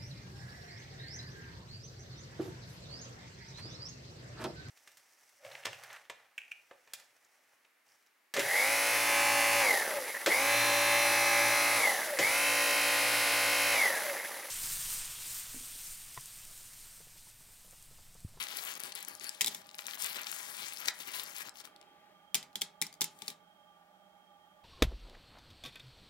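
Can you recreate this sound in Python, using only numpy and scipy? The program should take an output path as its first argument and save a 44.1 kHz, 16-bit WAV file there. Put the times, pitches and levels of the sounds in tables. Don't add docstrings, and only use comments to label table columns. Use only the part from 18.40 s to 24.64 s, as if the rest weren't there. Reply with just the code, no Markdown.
import sys
import numpy as np
from scipy import signal
from scipy.fft import rfft, irfft
from scipy.io import wavfile
from scipy.ndimage import uniform_filter1d

SR = 44100
rng = np.random.default_rng(int(sys.argv[2]) if len(sys.argv) > 2 else 0)


def materialize(psi):
    bounded = np.clip(np.atleast_2d(psi).T, -1, 1)
    quanta = np.round(bounded * 32767).astype(np.int16)
    wavfile.write(sys.argv[1], SR, quanta)


def voltage_ratio(level):
    return 10 ** (np.asarray(level, float) / 20)


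N = 275163

# (frequency [Hz], density [dB per Hz])
CLACK_COLOUR = [(100, -27), (500, -21), (1400, -17), (2200, -9), (3600, -3), (5500, -2.5), (10000, -8),
                (15500, -13), (17000, -28)]


def evened(x):
    return x / np.sqrt(np.mean(x ** 2) + 1e-20)


def read(points, hz):
    f, value = np.transpose(points)
    return np.interp(np.log(hz + 1), np.log(f + 1), value)


def add(mix, s, sound):
    part = mix[:, round(s * SR):][:, :sound.shape[1]]
    part += sound[:, :part.shape[1]]


def colour(x, points):
    log_gain = np.log(voltage_ratio(read(points, abs(np.fft.fftfreq(4096, 1 / SR)))))
    taps = np.fft.ifft(np.exp(np.conj(signal.hilbert(log_gain)))).real[:2048]
    return signal.oaconvolve(x, taps[None], axes=1)[:, :x.shape[1]]


def resonate(x, hz, width):
    b, a = signal.iirpeak(min(hz, SR / 2.5), max(hz / width, .4), SR)
    return signal.lfilter(b, a, x)


def highpass(x, order, hz):
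    return signal.lfilter(*signal.butter(order, hz, "high", fs=SR), x)


def air():
    # (frequency [Hz], density [dB per Hz])
    floor = [(20, -30.5), (60, -10.5), (120, -13), (350, -6), (700, -18), (1040, -16.5), (1500, -6),
             (2000, -14.5), (3500, -16), (4200, -21.5), (9000, -25.5), (14500, -24), (15900, -22),
             (16400, -40)]
    # (frequency [Hz], correlation [-1 to 1])
    likeness = [(60, 0.27), (240, 0.84), (950, -0.49), (3770, -0.186), (15000, -0.053)]
    # (frequency [Hz], left minus right [dB])
    balance = [(60, 2), (180, 4.5), (550, -4.5), (1650, 1), (4970, 6), (15000, -1.5)]
    floor_db = -71.5
    hz = np.fft.rfftfreq(N, 1 / SR)
    a, b = rfft(rng.standard_normal((2, N)))
    same = np.clip(read(likeness, hz), -1, 1)
    side = voltage_ratio(read(balance, hz) / 2)
    z = np.array([a * side, (same * a + np.sqrt(1 - same ** 2) * b) / side])
    return voltage_ratio(floor_db) * evened(irfft(z * voltage_ratio(read(floor, hz)), N))


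def whir():
    housing_hz = [172, 600, 811, 1179, 1440, 1845, 2186, 3193, 1345, 2851, 750, 2350]
    # (hump width [Hz], hump level [dB], line level [dB], twin line level [dB], left minus right [dB])
    parts = [(21, -80, -88, -85, -8.5), (61, -74.5, -92.5, -87, -14.5), (50, -70, -73.5, -80.5, -10.5),
             (40, -75, -74.5, -81.5, -4), (330, -85.5, -86.5, -98, -8), (30, -89.5, -91.5, -99, 7),
             (30, -93.5, -91.5, -93.5, -10), (40, -93, -82, -84, -15.5), (40, -92.5, -94.5, -99, -11),
             (30, -105, -92, -110, -6), (58, -76.5, -105, -105, -10.5), (300, -98, -110, -110, -7.5)]
    shaft_hz = 25
    out = np.zeros((2, N))
    turn = 2 * np.pi * np.arange(N) / SR
    waver, bearing, stray = rng.standard_normal((3, N))
    bearings = np.array([bearing + .5 * stray, bearing])
    for hz, (width, hump_db, line_db, twin_db, pan_db) in zip(housing_hz, parts):
        twin_hz, middle_hz = hz + shaft_hz, hz + shaft_hz / 2
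        line = np.sin(hz * turn) + 0.75 * evened(resonate(waver, hz, 9.0))
        twin = np.sin(twin_hz * turn) + 0.95 * evened(resonate(waver, twin_hz, 8.0))
        humps = evened(resonate(resonate(bearings, middle_hz, width), middle_hz, 1.6 * width))
        both = voltage_ratio(hump_db) * humps + voltage_ratio(line_db) * evened(line) + voltage_ratio(twin_db) * evened(twin)
        out += voltage_ratio([[pan_db / 2], [-pan_db / 2]]) * both
    return np.array([out[0], np.roll(out[1], 6)])


def room(x):
    # (frequency [Hz], decay by 60 dB [s])
    decay = [(150, 1), (400, 0.42), (1000, 0.54), (2800, 0.19), (7300, 0.17), (15000, 0.089)]
    length, gap = SR // 2, 12
    taps = np.zeros((2, length))
    starts = np.arange(130, length - gap, gap)
    at = starts + rng.integers(0, gap, (2, len(starts)))
    np.put_along_axis(taps, at, rng.choice([-1., 1.], at.shape), 1)
    hz, t, z = signal.stft(taps, SR, nperseg=128)
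    same = 1 / (1 + (hz[:, None] / 5400.0) ** 2)
    z[1] = same * z[0] + np.sqrt(1 - same ** 2) * z[1]
    fall_db = -60 * t / read(decay, hz)[:, None]
    fall = voltage_ratio(fall_db) + voltage_ratio(-24.0 + 0.53 * fall_db)
    tail = signal.istft(z * fall, SR, nperseg=128)[1]
    tail /= np.linalg.norm(tail, axis=1, keepdims=True)
    return signal.fftconvolve(x[None], tail, axes=1)[:, :N]


def sleeve():
    # (time [s], level [dB])
    reach = [
        (3.199, -66.5),
        (3.45, -67.5),
        (3.701, -67),
        (3.95, -84),
        (4.4, -84.5),
        (4.85, -83.5),
        (5.05, -85.5),
    ]
    # (frequency [Hz], density [dB per Hz])
    cloth = [(120, -16.5), (330, 3.5), (700, -12), (2000, -4.5), (4000, -12), (9000, -29.5)]
    s, db = np.transpose(reach)
    rub = evened(colour(rng.standard_normal((1, N)), cloth)[0])
    level = voltage_ratio(np.interp(np.arange(N) / SR, s, db, -120, -120))
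    return level * np.array([rub, .6 * np.roll(rub, 4)])


def drags():
    # (frequency [Hz], width [Hz], level [dB])
    dish = [(1680, 130, -2), (2600, 150, -8), (4450, 260, 0), (9750, 450, -1)]
    # (start [s], end [s], level [dB])
    slips_at = [
        (0.427, 0.486, -49.5),
        (0.53, .60, -52.5),
        (0.677, .765, -52),
        (0.821, .90, -43.5),
    ]
    slips = rng.standard_normal(SR) * (rng.random(SR) < 600. / SR)
    rung = evened(sum(voltage_ratio(db) * evened(resonate(slips, hz, width)) for hz, width, db in dish))
    out = np.zeros((1, N))
    for start, end, db in slips_at:
        part = rung[None, round(start * SR):round(end * SR)]
        add(out, start, voltage_ratio(db) * part * signal.windows.tukey(part.shape[1], .4))
    return out


def hand():
    # (start [s], length [s], first level [dB], last level [dB], low folds minus crinkle [dB])
    strokes = [(0.0, 0.041, -38, -45.5, -4.5), (0.039, 0.038, -46.5, -51, -2.5),
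               (0.081, 0.11, -47, -41.5, -1.5), (.185, 0.066, -45.5, -43, -7),
               (.255, .075, -41.5, -41.5, -9.5), (0.327, 0.052, -58, -46.5, 3.5),
               (0.394, 0.042, -49, -51.5, -1.5), (0.438, .085, -44.5, -55, 4), (0.551, 0.14, -44, -63, -2),
               (0.672, 0.12, -49, -60, -0.5), (0.806, 0.36, -51, -64, 2), (1.113, 0.11, -49, -62.5, -1.5),
               (1.204, 0.167, -70, -61, 7), (1.381, 0.061, -44.5, -59.5, -2),
               (1.441, 0.12, -56.5, -42.5, 0), (1.579, .035, -48.5, -43, -5.5),
               (1.613, 0.13, -38.5, -46, -6.5), (1.742, 0.032, -44, -37, -3),
               (1.777, 0.096, -43.5, -56.5, -7), (1.862, 0.14, -45.5, -43, -7), (2.002, .22, -48, -46, -5),
               (2.221, 0.073, -45.5, -43.5, -3), (2.297, 0.174, -50, -44, -5.5),
               (2.474, 0.039, -37, -50, -1.5), (2.537, 0.195, -54.5, -48.5, -2.5),
               (2.598, 0.018, -46.5, -47, 4), (2.674, 0.018, -50, -47, -2),
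               (2.735, 0.068, -41, -42.5, -2.5), (2.797, 0.053, -45, -48.5, -4),
               (2.851, 0.091, -52, -47, -4), (2.946, 0.082, -44.5, -45, -11), (3.003, 0.084, -58, -49.5, 4),
               (3.141, 0.077, -62, -50.5, -1.5), (3.241, 0.089, -53.5, -82, 7),
               (4.708, 0.22, -70.5, -56.5, 8)]
    grip_s, let_go_s = .008, 0.014
    t, level, low = np.arange(N) / SR, np.zeros(N), np.zeros(N)
    for start, length, first_db, last_db, low_db in strokes:
        end = start + length
        shape = np.clip(np.minimum((t - start) / grip_s + .5, (end - t) / let_go_s + .5), 0, 1)
        stroke = shape * voltage_ratio(np.interp(t, [start, end], [first_db, last_db]))
        level += stroke
        low += stroke * voltage_ratio(low_db)
    return level, low


def crinkle(per_s, lo_hz, hi_hz, spread_db, clump_db, cycles):
    clumps = evened(uniform_filter1d(uniform_filter1d(rng.standard_normal(N), 500), 500))
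    size = voltage_ratio(spread_db * np.minimum(rng.exponential(1, N), 4) + clump_db * clumps)
    size *= (rng.random(N) < per_s / SR) * np.sign(rng.random(N) - .5)
    kinds = 12
    kind, out = rng.integers(0, kinds, N), np.zeros(N)
    for k, hz in enumerate(np.geomspace(lo_hz, hi_hz, kinds)):
        pole = np.exp((2j * np.pi - 1 / cycles) * hz / SR)
        grain = signal.lfilter([0, pole.imag], [1, -2 * pole.real, abs(pole) ** 2], size * (kind == k))
        out += np.sqrt(hz) * grain
    return evened(out)


def patchy(x):
    z = signal.stft(x, nperseg=256)[2]
    field = rng.standard_normal(z.shape)
    field = uniform_filter1d(uniform_filter1d(field, size=15, axis=1), size=20, axis=2)
    field = uniform_filter1d(uniform_filter1d(field, size=9, axis=1), size=8, axis=2)
    patch_db = 2.1
    return signal.istft(z * voltage_ratio(patch_db * evened(field)), nperseg=256)[1][:, :N]


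def chance_snaps(level):
    count, rummage_s, lo_hz, hi_hz = 130, 3.1, 2500, 14000
    over_db, spread_db = 3.5, 3.5
    when, size, pitch = rng.random((count, 3)).T
    s = when * rummage_s + 0.0027
    crinkle_db = 20 * np.log10(level[(s * SR).astype(int)] + 1e-6)
    db = crinkle_db + over_db + spread_db * np.minimum(-np.log(size), 2.5)
    return list(zip(s, db, lo_hz * (hi_hz / lo_hz) ** pitch))


def snap(row, noise):
    s, db, hz = row
    t = np.arange(len(noise)) / SR
    lasts = 0.0003 + 2.8 / hz * voltage_ratio(.55 * (db + 25))
    rise = .0005
    burst = noise * np.exp(-np.maximum(t - rise, 0) / lasts) * np.minimum(t / rise, 1) ** 2
    body = resonate(resonate(burst, hz, 1200.0 + 0.83 * hz), hz, 8900.0)
    wide = highpass(burst, 2, hz)
    sound = body / abs(body).max() + 0.36 * wide / abs(wide).max()
    return s - rise, voltage_ratio(db) * sound[None] / abs(sound).max()


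def bag():
    # (time [s], peak
    # [dB], pitch [Hz])
    snaps = [(0.027, -22, 4900), (0.1706, -16.5, 11000), (0.2508, -23, 12400), (0.339, -28, 6100),
             (0.3764, -29, 12600), (0.4023, -18.5, 11600), (0.436, -19, 10000), (0.5527, -17, 13400),
             (0.6279, -23, 11800), (0.6495, -24.5, 8600), (0.685, -17.5, 14800), (0.837, -25, 9750),
             (0.8434, -23, 9500), (0.8928, -17.5, 6040), (1.3852, -25.5, 6550), (1.3908, -26, 2140),
             (1.467, -18.5, 7100), (1.5352, -25.5, 2540), (1.6225, -15, 10600), (1.6392, -21, 10800),
             (1.6445, -15, 8900), (1.662, -17, 11600), (1.869, -19, 3330), (1.9159, -18.5, 11200),
             (2.4574, -20.5, 4760), (2.4791, -18, 14600), (2.4835, -8.5, 3760), (2.7973, -20.5, 4560),
             (2.8351, -22, 13200), (2.9648, -22, 9500),
             (0.5217, -25.5, 4430), (0.5254, -28, 4250), (0.5766, -31, 4050), (0.606, -28, 11900),
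             (0.632, -34.5, 2600), (0.681, -32, 2500), (0.752, -26.5, 8700), (0.798, -25.5, 7200),
             (0.814, -34, 9800), (0.9488, -32, 7950), (1.217, -37, 6260), (1.261, -42, 3100),
             (1.2912, -32.5, 3320), (1.345, -29.5, 3430), (1.3523, -29.5, 12300), (1.4094, -29, 13800),
             (1.4754, -23, 13900), (1.483, -25, 1830), (1.9268, -25, 1950), (3.0861, -29, 1720),
             (3.094, -26, 6770), (3.1566, -36.5, 2700), (3.1715, -31.5, 6950), (3.1847, -40, 3900),
             (3.201, -32, 7750), (3.214, -45, 3500), (3.2534, -30, 7950), (3.3624, -36, 4540),
             (3.414, -34.5, 3320), (3.428, -41.5, 1930),
             (0.0391, -25, 5800), (0.0693, -22, 2500), (0.083, -29, 11500), (0.0858, -25, 4670),
               (0.128, -43, 4500), (0.2069, -36, 9600), (0.2384, -23, 12300), (0.345, -33, 5300),
               (0.3535, -26, 6000), (0.3639, -33, 2600), (0.397, -29, 9100), (0.8034, -46, 6930),
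               (0.9154, -34, 4394), (1.2688, -37.5, 10900), (1.3024, -40, 4800), (1.3129, -35, 4500),
               (1.4222, -32.5, 3680), (1.442, -37, 3400), (1.4567, -33, 2900), (1.4912, -30, 3400),
               (1.51, -24, 4000), (1.574, -31.5, 1600), (1.599, -26, 9400), (1.6988, -31, 12800),
               (1.729, -28, 7100), (1.8165, -22, 11200), (1.8334, -26.5, 6300), (1.8444, -29, 4200),
               (1.9456, -25, 14100), (2.0307, -27, 9600), (2.1127, -39, 14900), (2.1687, -26, 11100),
               (2.2838, -29, 9750), (2.305, -42, 5760), (2.3234, -27, 2140), (2.3348, -23, 14100),
               (2.3637, -30.5, 5620), (2.3725, -24.5, 3960), (2.3853, -26, 9560), (2.403, -24, 14040),
               (2.4155, -30, 3800), (2.4223, -31, 2730), (2.4882, -26, 4700), (2.5579, -47, 3940),
               (2.59, -32, 11400), (2.624, -25.5, 14200), (2.6335, -33.5, 3400), (2.6566, -36, 5200),
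               (2.6734, -25, 13400), (2.681, -30, 10700), (2.7183, -30, 9300), (2.8394, -25, 13100),
               (2.8633, -28.5, 5300), (2.9735, -29, 11900), (2.9833, -23, 10600), (3.1607, -49, 5400),
               (3.2044, -32.5, 4300), (3.2511, -32, 1600), (3.2743, -37, 1600), (3.4171, -55, 3290)]
    # (frequency [Hz], density [dB per Hz])
    film_colour = [(59, -51), (100, -16.5), (186, -17.5), (642, 9), (1030, 12), (2680, -4), (4880, -6.5),
                   (5920, -7), (15900, -4), (17500, -11.5)]
    # (frequency [Hz], loss [dB])
    shadow = [(150, 1), (600, 4), (1300, 11), (4000, 9.5), (8000, 20), (15000, 18.5)]
    level, low = hand()
    fine = highpass(crinkle(4000., 2010.0, 17000.0, spread_db=2.0, clump_db=1.2, cycles=0.88), 2, 2800)
    fine = evened(colour(fine[None], film_colour))
    folds = highpass(crinkle(1500., 420.0, 2800., spread_db=3.7, clump_db=1.3, cycles=0.19), 1, 230)
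    film = voltage_ratio(4.0) * level * fine + voltage_ratio(-9.5) * low * folds
    film = patchy(film) + drags()
    rows = snaps + chance_snaps(level)
    for row, noise in zip(rows, rng.standard_normal((len(rows), 800))):
        add(film, *snap(row, noise))
    far = colour(film, [(hz, -db) for hz, db in shadow])
    return np.array([film[0], np.roll(far[0], 8)])


def ring(modes, t, chance):
    detune, scatter_db, swell = .015, 1.5, 1.7
    out = np.zeros(len(t))
    for (hz, db, t60), c in zip(modes, chance):
        envelope = voltage_ratio(db + scatter_db * c - 60 * t / t60) * (1 - np.exp(-t * hz / swell))
        out += envelope * np.sin(2 * np.pi * hz * (1 + detune * c) * t)
    return out


def clack(row, noise):
    # (frequency [Hz], level [dB], decay by 60 dB [s])
    wall = [(2150, -3, .035), (3300, -4, .03), (3600, 0, .06)]
    # (frequency [Hz], level [dB], decay by 60 dB [s])
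    table_top = [(140.7, -12.5, 0.072), (167, -9.5, 0.17), (192, -10.5, 0.19), (213, -11.5, 0.16),
                 (296, -13, .15), (409, -10.5, 0.1), (617.6, -19.5, .05), (850, -6.5, 0.085)]
    s, db, hz, treble_db, thump_db, pan_db = row
    t = np.arange(noise.shape[1]) / SR
    shared = 0.58
    jostle = np.array([noise[0], shared * noise[0] + np.sqrt(1 - shared ** 2) * noise[1]])
    jostle[:, 0] = 2.93
    jostle = colour(jostle, CLACK_COLOUR)
    echo_s, echo_share = .0007, 0.5
    late_s = (np.round(hz * echo_s - .5) + .5) / hz
    blow = jostle * np.exp(-t / 0.0017)
    blow = blow - echo_share * np.array([np.interp(t - late_s, t, port, 0) for port in blow])
    settling = jostle * voltage_ratio(-16.5 - 60 * t / 0.079)
    heap = resonate(blow, hz, 700.0)
    treble = highpass(blow + settling, 2, 6500)
    sound = (0.57 * (blow + settling) + voltage_ratio(treble_db) * treble) / abs(blow).max()
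    sound = sound + 0.3 * heap / abs(heap).max()
    sound = sound / abs(sound).max()
    sound = sound + voltage_ratio(-27.0) * ring(wall, t, noise[2]) + voltage_ratio(thump_db) * ring(table_top, t, noise[3])
    sound[1, 2:] = sound[1, :-2]
    pan = voltage_ratio([[pan_db / 2], [-pan_db / 2]])
    return s, voltage_ratio(db + 1.5) * pan * sound * np.linspace(1, 0, len(t))


def marbles():
    # (time [s], peak [dB], pitch of the heap [Hz], treble share [dB], table thump minus peak [dB])
    landings = [(1.0097, -11.5, 3430, -4.5, -32.5), (1.0453, -17, 3570, -6.5, -25),
                (1.0735, -17, 3770, 2, -23), (1.1473, -22.5, 3800, 0, -24.5), (3.945, -12.5, 3264, -1, -26),
                (4.1564, -22, 3430, -10.5, -22.5), (4.2177, -15, 3350, -6, -27),
                (4.4155, -13.5, 3795, 0, -23), (4.609, -16, 6300, 4, -21.5), (4.6207, -19.5, 2400, 4, -25),
                (4.8204, -30, 3750, -15, -16), (4.8802, -21.5, 4100, -11.5, -22)]
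    # (time [s], peak [dB], pitch of the heap [Hz], treble share [dB])
    rebounds = [(1.0163, -15.5, 2290, 1), (1.0615, -19, 5300, 5), (1.07, -19.5, 3690, -5),
                (1.18, -47, 5600, 3), (3.9526, -15.5, 3670, -1.5), (4.0284, -34, 3520, -21.5),
                (4.2121, -28.5, 3530, 0), (4.2201, -20.5, 2000, -4), (4.4225, -19.5, 2220, -9.5),
                (4.467, -32, 5470, -6), (4.5272, -42, 4700, -7.5), (4.54, -41, 6440, -7.5),
                (4.6164, -12.5, 3800, -10), (4.6422, -18, 2500, 5.5), (4.789, -44.5, 5000, 12),
                (4.862, -45, 7500, 8), (4.8725, -41, 5450, 5), (4.894, -42, 3700, -6),
                (4.902, -31.5, 3740, -7), (1.0783, -24.5, 3605, -12), (1.081, -20.5, 3580, 3),
                (4.8843, -35, 5030, 2), (4.551, -53, 4930, -9.5), (4.13, -56, 4000, -9)]
    rebound_thump_db = -32
    landing_pan_db, rebound_pan_db, pan_scatter_db = 4, 4.5, -2.5
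    out, blows = np.zeros((2, N)), np.zeros((1, N))
    rows = [(*row, landing_pan_db) for row in landings]
    rows += [(*row, rebound_thump_db, rebound_pan_db) for row in rebounds]
    for (*row, pan_db), noise in zip(rows, rng.standard_normal((len(rows), 4, 6000))):
        s, sound = clack((*row, pan_db + pan_scatter_db * noise[2, -1]), noise)
        add(out, s, sound)
        add(blows, s, np.array([[np.linalg.norm(sound) * np.sign(noise[0, 0])]]))
    tick = colour(signal.unit_impulse((1, 2048), (0, 0)), CLACK_COLOUR)
    return out, colour(blows, CLACK_COLOUR) / np.linalg.norm(tick)


def scene():
    heap, blows = marbles()
    film = bag()
    to_walls = voltage_ratio(-15.0) * blows[0] + voltage_ratio(-16.5) * heap[0] + voltage_ratio(-15.5) * film[0]
    near = heap + film + sleeve() + room(to_walls)
    near = signal.sosfilt(signal.butter(3, 115, "high", fs=SR, output="sos"), near)
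    return near + whir() + air()


def low_pass(x):
    return signal.sosfilt(signal.butter(12, 17000, fs=SR, output="sos"), x)


def record(dry):
    edge_hz, top_hz = 15950, 16850
    leak_db, sudden = -8, 5.0
    ceiling = .33
    soft = ceiling * np.tanh(dry / ceiling)
    edge = signal.firwin(511, edge_hz, window=("kaiser", 5), fs=SR)
    limited = signal.oaconvolve(soft, edge[None], "same")
    wider = signal.firwin(511, top_hz, window=("kaiser", 9), fs=SR)
    top = signal.oaconvolve(soft, wider[None], "same") - limited
    power = (top ** 2).sum(0)
    lifted = uniform_filter1d(power, size=128) > sudden * uniform_filter1d(power, size=2500)
    limited = limited + voltage_ratio(leak_db) * uniform_filter1d(1. * lifted, size=200) * top
    return low_pass(limited)


dry = scene()
out = record(dry)
materialize(out)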